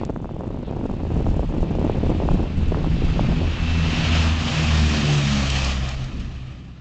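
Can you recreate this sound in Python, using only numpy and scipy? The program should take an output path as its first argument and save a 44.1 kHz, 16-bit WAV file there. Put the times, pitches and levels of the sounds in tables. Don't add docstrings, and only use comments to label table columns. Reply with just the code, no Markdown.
import sys
import numpy as np
from scipy import signal
from scipy.fft import rfft, irfft, next_fast_len
from scipy.io import wavfile
from scipy.ndimage import uniform_filter1d, map_coordinates

SR = 44100
rng = np.random.default_rng(int(sys.argv[2]) if len(sys.argv) > 2 else 0)


def dump_mix(stems):
    frames = np.atleast_2d(stems).T
    limited = np.clip(frames, -1, 1)
    pcm = np.round(limited * 32767).astype(np.int16)
    wavfile.write(sys.argv[1], SR, pcm)


def amplitude_ratio(level_db):
    exponent = np.asarray(level_db, float) / 20
    return 10 ** exponent


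N = 300042
T = np.arange(N) / SR
COARSE = T[::32]

# start in seconds, peak in dB, sharpness in dB.
SNAPS = [(.034, -17.5, -16.5), (0.095, -16, -22.5), (.161, -20, -12.5), (.244, -19, -14),
         (0.291, -24, -13.5), (0.364, -20, -19), (.407, -16, -17), (.832, -20.5, -24), (.896, -23, -13),
         (1.203, -16, -19), (1.265, -13, -17), (1.393, -12, -16.5), (1.494, -26, -18), (1.629, -11, -22.5),
         (1.751, -18.5, -18), (1.785, -12, -23.5), (1.814, -16, -19), (1.896, -8, -20.5),
         (2.035, -12, -20.5), (2.1, -8, -25), (2.201, -17, -17), (2.222, -15, -16.5), (2.287, -9.5, -13),
         (2.844, -17, -12), (2.719, -12, -19.5), (2.745, -12.5, -11), (2.771, -15, -22),
         (3.019, -15.5, -21), (3.193, -9, -14.5), (3.286, -9, -33)]


def unit(x):
    return x / np.sqrt(np.mean(x ** 2) + 1e-20)


def curves(rows):
    s, *cols = np.transpose(rows)
    return [np.interp(T, s, c) for c in cols]


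def swells(rows):
    gain = sum(amplitude_ratio(db) * np.exp(-np.abs((COARSE - s) / half) ** 3) for s, db, half in rows)
    return np.interp(T, COARSE, gain)


def wobble(rate):
    return map_coordinates(rng.standard_normal(int(N * rate / SR) + 4), [T * rate])


def filtered(x, response):
    m = next_fast_len(N + 8192)
    return irfft(rfft(x, m) * response(np.fft.rfftfreq(m, 1 / SR) + 1), m)[..., :N]


def coloured(x, spectrum):
    f, db = np.transpose(spectrum)
    return filtered(x, lambda hz: amplitude_ratio(np.interp(np.log(hz), np.log(f), db)))


def evened(x, size):
    power = np.abs(uniform_filter1d(x ** 2, size=size))
    return unit(x / np.sqrt(power + 1e-9 * np.mean(x ** 2)))


def patchy(patchy_db):
    z = signal.stft(rng.standard_normal(N), nperseg=512)[2]
    field = uniform_filter1d(uniform_filter1d(rng.standard_normal(z.shape), 6, 0), 10, 1)
    return signal.istft(z * amplitude_ratio(patchy_db * unit(field)), nperseg=512)[1][:N]


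def tone(turns):
    return np.sqrt(2) * np.sin(2 * np.pi * (turns + rng.random()))


def wind():
    # time in seconds, level in dB.
    gusts = [(0, -31.5), (.25, -35), (.65, -35), (.93, -30), (1.2, -29), (1.46, -27), (1.65, -27),
             (2.25, -25.5), (2.45, -24.5), (2.54, -32.5), (2.75, -26.5), (3.35, -25), (4.26, -31),
             (4.35, -41), (5.1, -40), (5.87, -35.5), (6.19, -29.5), (6.8, -57.5)]
    # time in seconds, gain in dB.
    shelter = [(0, 0), (2.42, -1), (2.5, -6), (3.5, -7), (3.6, -17.5), (3.85, -4.5), (4.4, -7), (4.6, -12),
               (6.8, -20.5)]
    # frequency in Hz, density in dB per Hz.
    buffet_spectrum = [(12, -21), (24, 8.5), (50, 4.5), (90, -2), (170, -6), (300, -18), (600, -64)]
    # frequency in Hz, gain in dB.
    port = [(40, -22), (120, -5.5), (300, 2), (900, -5.5), (1400, -15), (2000, -18), (3000, -24),
            (5000, -58.5)]
    # centre in seconds, peak in dB, half length in seconds.
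    lumps = [(1.3, -23.5, 0.16), (1.62, -23.5, 0.019), (2.08, -20.5, 0.021), (2.32, -18, 0.051),
             (2.6, -18.5, 0.043), (2.69, -16, 0.017), (3.05, -23, 0.19), (3.28, -18.5, 0.041)]
    # centre in seconds, peak over the strength in dB, half length in seconds.
    flurry_rows = [(.05, -1.5, 0.071), (.48, 1.5, 0.095), (.72, 1, 0.053), (.83, -0.5, 0.063),
                   (1.16, 0.5, 0.034), (1.27, -12, 0.0086), (1.54, -4, 0.022), (1.86, 1, 0.035),
                   (2.1, -7, 0.025), (2.26, -14, 0.026), (2.43, -5, 0.0067), (2.61, 0, 0.017),
                   (2.75, -0.5, 0.039), (2.85, -4, 0.033), (3.2, 0.5, 0.019), (3.3, 0, 0.021),
                   (3.43, 0, 0.018)]
    # centre in seconds, share removed in dB, half length in seconds.
    calms = [
        (.875, -4, 0.011),
        (1.475, 0, 0.021),
    ]
    # rise in seconds, rate per second, level in dB.
    eddy_sizes = [
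        (.00018, 480, -2),
        (.0005, 190, -7),
        (.0013, 220, 3),
    ]
    flutter_db, thud_db = -2.5, 2.5
    thuds_follow = 0.25

    strength_db, = curves(gusts)
    shelter_db, = curves(shelter)
    base, flurries = amplitude_ratio(shelter_db), swells(flurry_rows)
    exposed = np.clip(1 - swells(calms), 0, 1)
    buffet = evened(coloured(rng.standard_normal(N), buffet_spectrum), size=6000)

    bunches = amplitude_ratio(3.1 * wobble(90))
    pushes = []
    for rise, rate, db in eddy_sizes:
        hits = (rng.random(N) < rate / SR) * rng.laplace(size=N) * bunches
        pushes.append(filtered(hits, lambda hz: amplitude_ratio(db) / rise / (1 + 2j * np.pi * hz * rise) ** 2))
    small, medium, large = pushes
    flutter = evened(coloured(small + medium, port), size=3500)
    thuds = evened(coloured(large, port), size=4000)

    low = (amplitude_ratio(strength_db + 2.0) + swells(lumps)) * buffet
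    fluttering = amplitude_ratio(flutter_db) * (base + flurries) * lulls() * flutter
    thudding = amplitude_ratio(thud_db) * (base + thuds_follow * flurries) * thuds
    return low + amplitude_ratio(strength_db) * exposed * (fluttering + thudding) + snaps()


def lulls():
    db = 0
    for s, *_ in SNAPS:
        follow = 2.0 * np.exp(-((COARSE - s - .008) / .012) ** 2)
        gather = 9 * np.exp(-((COARSE - s + 0.011) / .004) ** 2)
        db = db + follow - gather
    return np.interp(T, COARSE, amplitude_ratio(db))


def snaps():
    # start in seconds, peak in dB.
    ticks = [
        (0.0503, -31),
        (0.0953, -56),
    ]
    out, t = np.zeros(N + SR), np.arange(500) / SR
    draws = rng.random((len(SNAPS), 3))
    for (s, db, sharp_db), (a, b, c) in zip(SNAPS, draws):
        hz = 750 * amplitude_ratio(.5 * (sharp_db + 16.0)) * (0.94 + 0.35 * a)
        u = t * hz / (0.18 + 0.36 * b)
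        swing = u ** 2 * np.exp(-u) * np.sin(2 * np.pi * hz * t / (1 + 150 * t))
        out[round(s * SR) + 30:][:len(t)] += amplitude_ratio(db + 7.0) * np.sign(c - .5) * swing
    out = filtered(out[:N], lambda hz: 1 / (1 + (hz / 2100) ** 5))
    for s, db in ticks:
        out[round(s * SR) + 40:][:2] += amplitude_ratio(db + 23) * np.array([1, -.6])
    return out


def flight():
    blade_hz, speed_m_s, nearest_m, pass_s = 71.3, 46.0, 31.0, 5.2
    sound_m_s = 343
    along = speed_m_s * (T - pass_s)
    metres = np.hypot(along, nearest_m)
    aft = along / metres
    turns = np.cumsum(blade_hz / (1 + aft * speed_m_s / sound_m_s)) / SR
    return metres, 20 * np.log10(nearest_m / metres), aft, turns


def propellers(spread_db, aft, turns):
    # centre in seconds, multiple of blade rate, peak in dB, half length in seconds.
    beats = [(1.19, 1, -28, 0.16), (2.063, 1, -26.5, 0.25), (2.782, 1, -29.5, 0.39), (3.453, 1, -19, 0.052),
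             (3.744, 1, -23, .17), (4.233, 1, -20, 0.19), (4.796, 1, -20, 0.15), (5.614, 1, -23.5, 0.32),
             (6.017, 1, -37.5, 0.056), (6.27, 1, -37, 0.14), (1.655, 2, -30.5, 0.23),
             (2.88, 2, -28.5, 0.36), (3.387, 2, -27, 0.046), (3.628, 2, -30.5, 0.034),
             (3.84, 2, -25.5, 0.098), (4.013, 2, -23, .05), (4.21, 2, -30, 0.11), (4.594, 2, -21, 0.054),
             (4.77, 2, -28.5, 0.094), (5.138, 2, -18.5, 0.14), (5.425, 2, -28.5, .17),
             (6.034, 2, -28, 0.074), (3.368, 3, -30, 0.084), (3.683, 3, -35.5, 0.069),
             (4.217, 3, -33, 0.18), (4.479, 3, -29, 0.051), (4.672, 3, -29.5, 0.034),
             (4.832, 3, -26.5, 0.032), (4.982, 3, -28.5, 0.059), (5.338, 3, -23, 0.1)]
    further_beats = [(4.93, 4, -35, .13), (5.17, 4, -38, .07), (5.42, 4, -38, .06), (4.88, 5, -39, .07),
                     (5.12, 5, -35, .1), (5.86, 2, -31, .05), (6.3, 2, -36, .05), (6.46, 2, -38, .06),
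                     (3.95, 3, -35, .05), (5.75, 3, -37, .12)]
    out_of_step_db = [-30, -34.5, -36]
    upper_db = -44.5 - 8.5 * aft ** 2
    between = [db - 5.4 * aft for db in out_of_step_db] + [upper_db, upper_db]
    gains = []
    for k, db in enumerate(between, start=1):
        rows = [(s, peak, half) for s, n, peak, half in [*beats, *further_beats] if round(n) == k]
        gains.append(amplitude_ratio(db + spread_db + 3.63 * wobble(5)) + swells(rows))
    gains += [amplitude_ratio(-7) * gains[-1], amplitude_ratio(-15.5) * gains[-2]]
    return sum(gain * tone(k * (turns + 0.008 * wobble(12))) for k, gain in enumerate(gains, start=1))


def engines(metres, spread_db, aft, turns):
    detune = [-.008, -.003, .003, .009]
    cycle = 8 / 27
    cycles = [cycle * turns * (1 + d) + 0.0068 * wobble(12) + rng.random() for d in detune]
    roaring = roar(metres, aft, cycles) + pops()
    echo = filtered(roaring, lambda hz: np.exp(-2j * np.pi * hz * .00163) / (1 + (hz / 2700) ** 4))
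    echoing = (0.21 + 0.13 * aft) * echo
    return drone(spread_db, aft, cycles) + wash(spread_db, aft) + roaring + echoing + whines()


def drone(spread_db, aft, cycles):
    # multiple of the engine cycle, level in dB.
    exhaust = [(2, -6.5), (3, -5.5), (4, -3.5), (5, -3), (6, -3), (7, -6.5), (8, -11.5), (9, -5.5),
               (11, -10), (12, -13), (14, -11.5), (18, -26.5)]
    tones = sum(amplitude_ratio(db - 7.5) * tone(k * c) for k, db in exhaust for c in cycles)
    return amplitude_ratio(-30 + spread_db - 6.0 * aft) * tones


def wash(spread_db, aft):
    # frequency in Hz, density in dB per Hz.
    rumble = [(30, -9.5), (100, -3), (220, 1.5), (350, -6.5), (500, -15), (800, -48)]
    return amplitude_ratio(-34.5 + spread_db - 3 * aft) * unit(coloured(patchy(patchy_db=3.0), rumble))


def roar(metres, aft, cycles):
    # time in seconds, level in dB.
    loudness = [(0.0, -49.5), (0.13, -61), (1.31, -49.5), (1.48, -51.5), (1.89, -46.5), (2.69, -45.5),
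                (3.26, -38), (3.39, -39.5), (3.69, -34.5), (4.2, -27), (4.37, -33), (4.45, -29),
                (5.68, -30), (5.81, -36), (5.85, -34.5), (6.02, -44), (6.72, -57.5), (6.8, -57.5)]
    # frequency in Hz, density in dB per Hz.
    hiss = [(200, -9.5), (400, -15), (700, -10), (2050, -13.5), (2700, -9.5), (3500, -13.5), (6780, -18.5),
            (7600, -22.5)]
    # centre in seconds, peak in dB, half length in seconds.
    rasps = [
        (3.96, -8, 0.11),
        (4.178, -10, 0.063),
        (5.56, -4, 0.076),
    ]
    # centre in seconds, share removed in dB, half length in seconds.
    shadows = [
        (4.35, -20, 0.033),
        (5.8, -10, 0.025),
        (5.92, -14, .015),
    ]
    roar_db, = curves(loudness)
    bright_db = -2.5 - 0.17 * metres + 0.5 * aft
    body_db = -5.5 - 0.15 * (roar_db - roar_db.max())
    rasp_db = -13 + 1.3 * wobble(8.2)

    puffs = 1 + 0.031 * sum(np.cos(2 * np.pi * 9 * c) for c in cycles)
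    rush = coloured(patchy(patchy_db=0.94) * puffs * amplitude_ratio(0.71 * wobble(90)), hiss)

    def below(hz):
        return 1 / (1 + (hz / 1900) ** 6)

    def above(hz):
        return 1 / (1 + (4700 / hz) ** 6)

    body = unit(filtered(rush, below))
    bright = unit(filtered(rush, above))
    middle = unit(filtered(rush, lambda hz: 1 - below(hz) - above(hz)))

    def two_bands(hz):
        return 1 / (1 + ((hz - 2680) / 230) ** 2) + .6 / (1 + ((hz - 3120) / 170) ** 4)

    rasp = unit(filtered(patchy(patchy_db=1.5), two_bands))
    mix = (amplitude_ratio(rasp_db) + swells(rasps)) * rasp + middle
    mix = mix + amplitude_ratio(bright_db + 4.9) * bright + amplitude_ratio(body_db + 4.5) * body
    shimmer_db = .55 * (1 + aft) * wobble(25)
    return amplitude_ratio(roar_db + shimmer_db) * np.clip(1 - swells(shadows), 0, 1) * mix


def whines():
    # time in seconds, frequency in Hz, level in dB.
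    gear = [(1, 2640, -73), (2.2, 2668, -56.5), (3.58, 2660, -50), (3.65, 2660, -39), (3.88, 2667, -36.5),
            (3.98, 2675, -52), (4.13, 2670, -36), (4.26, 2650, -50), (4.6, 2606, -89)]
    blower = [(0, 3505, -68), (.5, 3515, -68), (.6, 3520, -97)]
    pitches = (curves(gear), curves(blower))
    return sum(amplitude_ratio(db) * tone(np.cumsum(hz) / SR + .04 * wobble(18)) for hz, db in pitches)


def puff():
    s, db, wide, centre_hz, half_hz = (.672, -52.5, .028, 3550, 700)
    band = unit(filtered(rng.standard_normal(N), lambda hz: 1 / (1 + ((hz - centre_hz) / half_hz) ** 4)))
    return amplitude_ratio(db) * np.exp(-((T - s) / wide) ** 4) * band


def pops():
    # start in seconds, peak in dB, half width in seconds.
    bursts = [
        (0.862, -39, 0.0019),
        (5.4996, -12.5, 0.0037),
        (5.6454, -11.5, 0.0031),
        (5.671, -24.5, 0.0047),
        (5.748, -28, 0.0052),
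        (5.888, -19, 0.0028),
        (6.041, -27.5, 0.0037),
        (6.1994, -33, 0.004),
    ]
    gain = sum(amplitude_ratio(db - 10.5) * np.exp(-((T - s - .003) / wide) ** 2) for s, db, wide in bursts)
    noise = rng.standard_normal(N)
    return gain * unit(filtered(noise, lambda hz: 1 / (1 + (2600 / hz) ** 4) / (1 + hz / 3000)))


def scene():
    metres, spread_db, aft, turns = flight()
    aircraft = propellers(spread_db, aft, turns) + engines(metres, spread_db, aft, turns)
    return (wind() + aircraft + puff())[None]


def top_cut(x):
    return signal.sosfilt(signal.butter(12, 9030, fs=SR, output="sos"), x)


def record(dry):
    # frequency in Hz, gain in dB.
    lowpass = [(20, -1.5), (6900, -2), (7600, -4), (8200, -13), (8700, -23), (9000, -35.5), (9250, -74),
               (9500, -140)]
    rounded = dry / (1 + np.abs(dry / .68) ** 3) ** (1 / 3)
    gritty = rounded + amplitude_ratio(-32.5) * (np.abs(rounded) + .004) * rng.standard_normal(dry.shape)
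    return top_cut(coloured(gritty, lowpass))


dry = scene()
out = record(dry)
dump_mix(out)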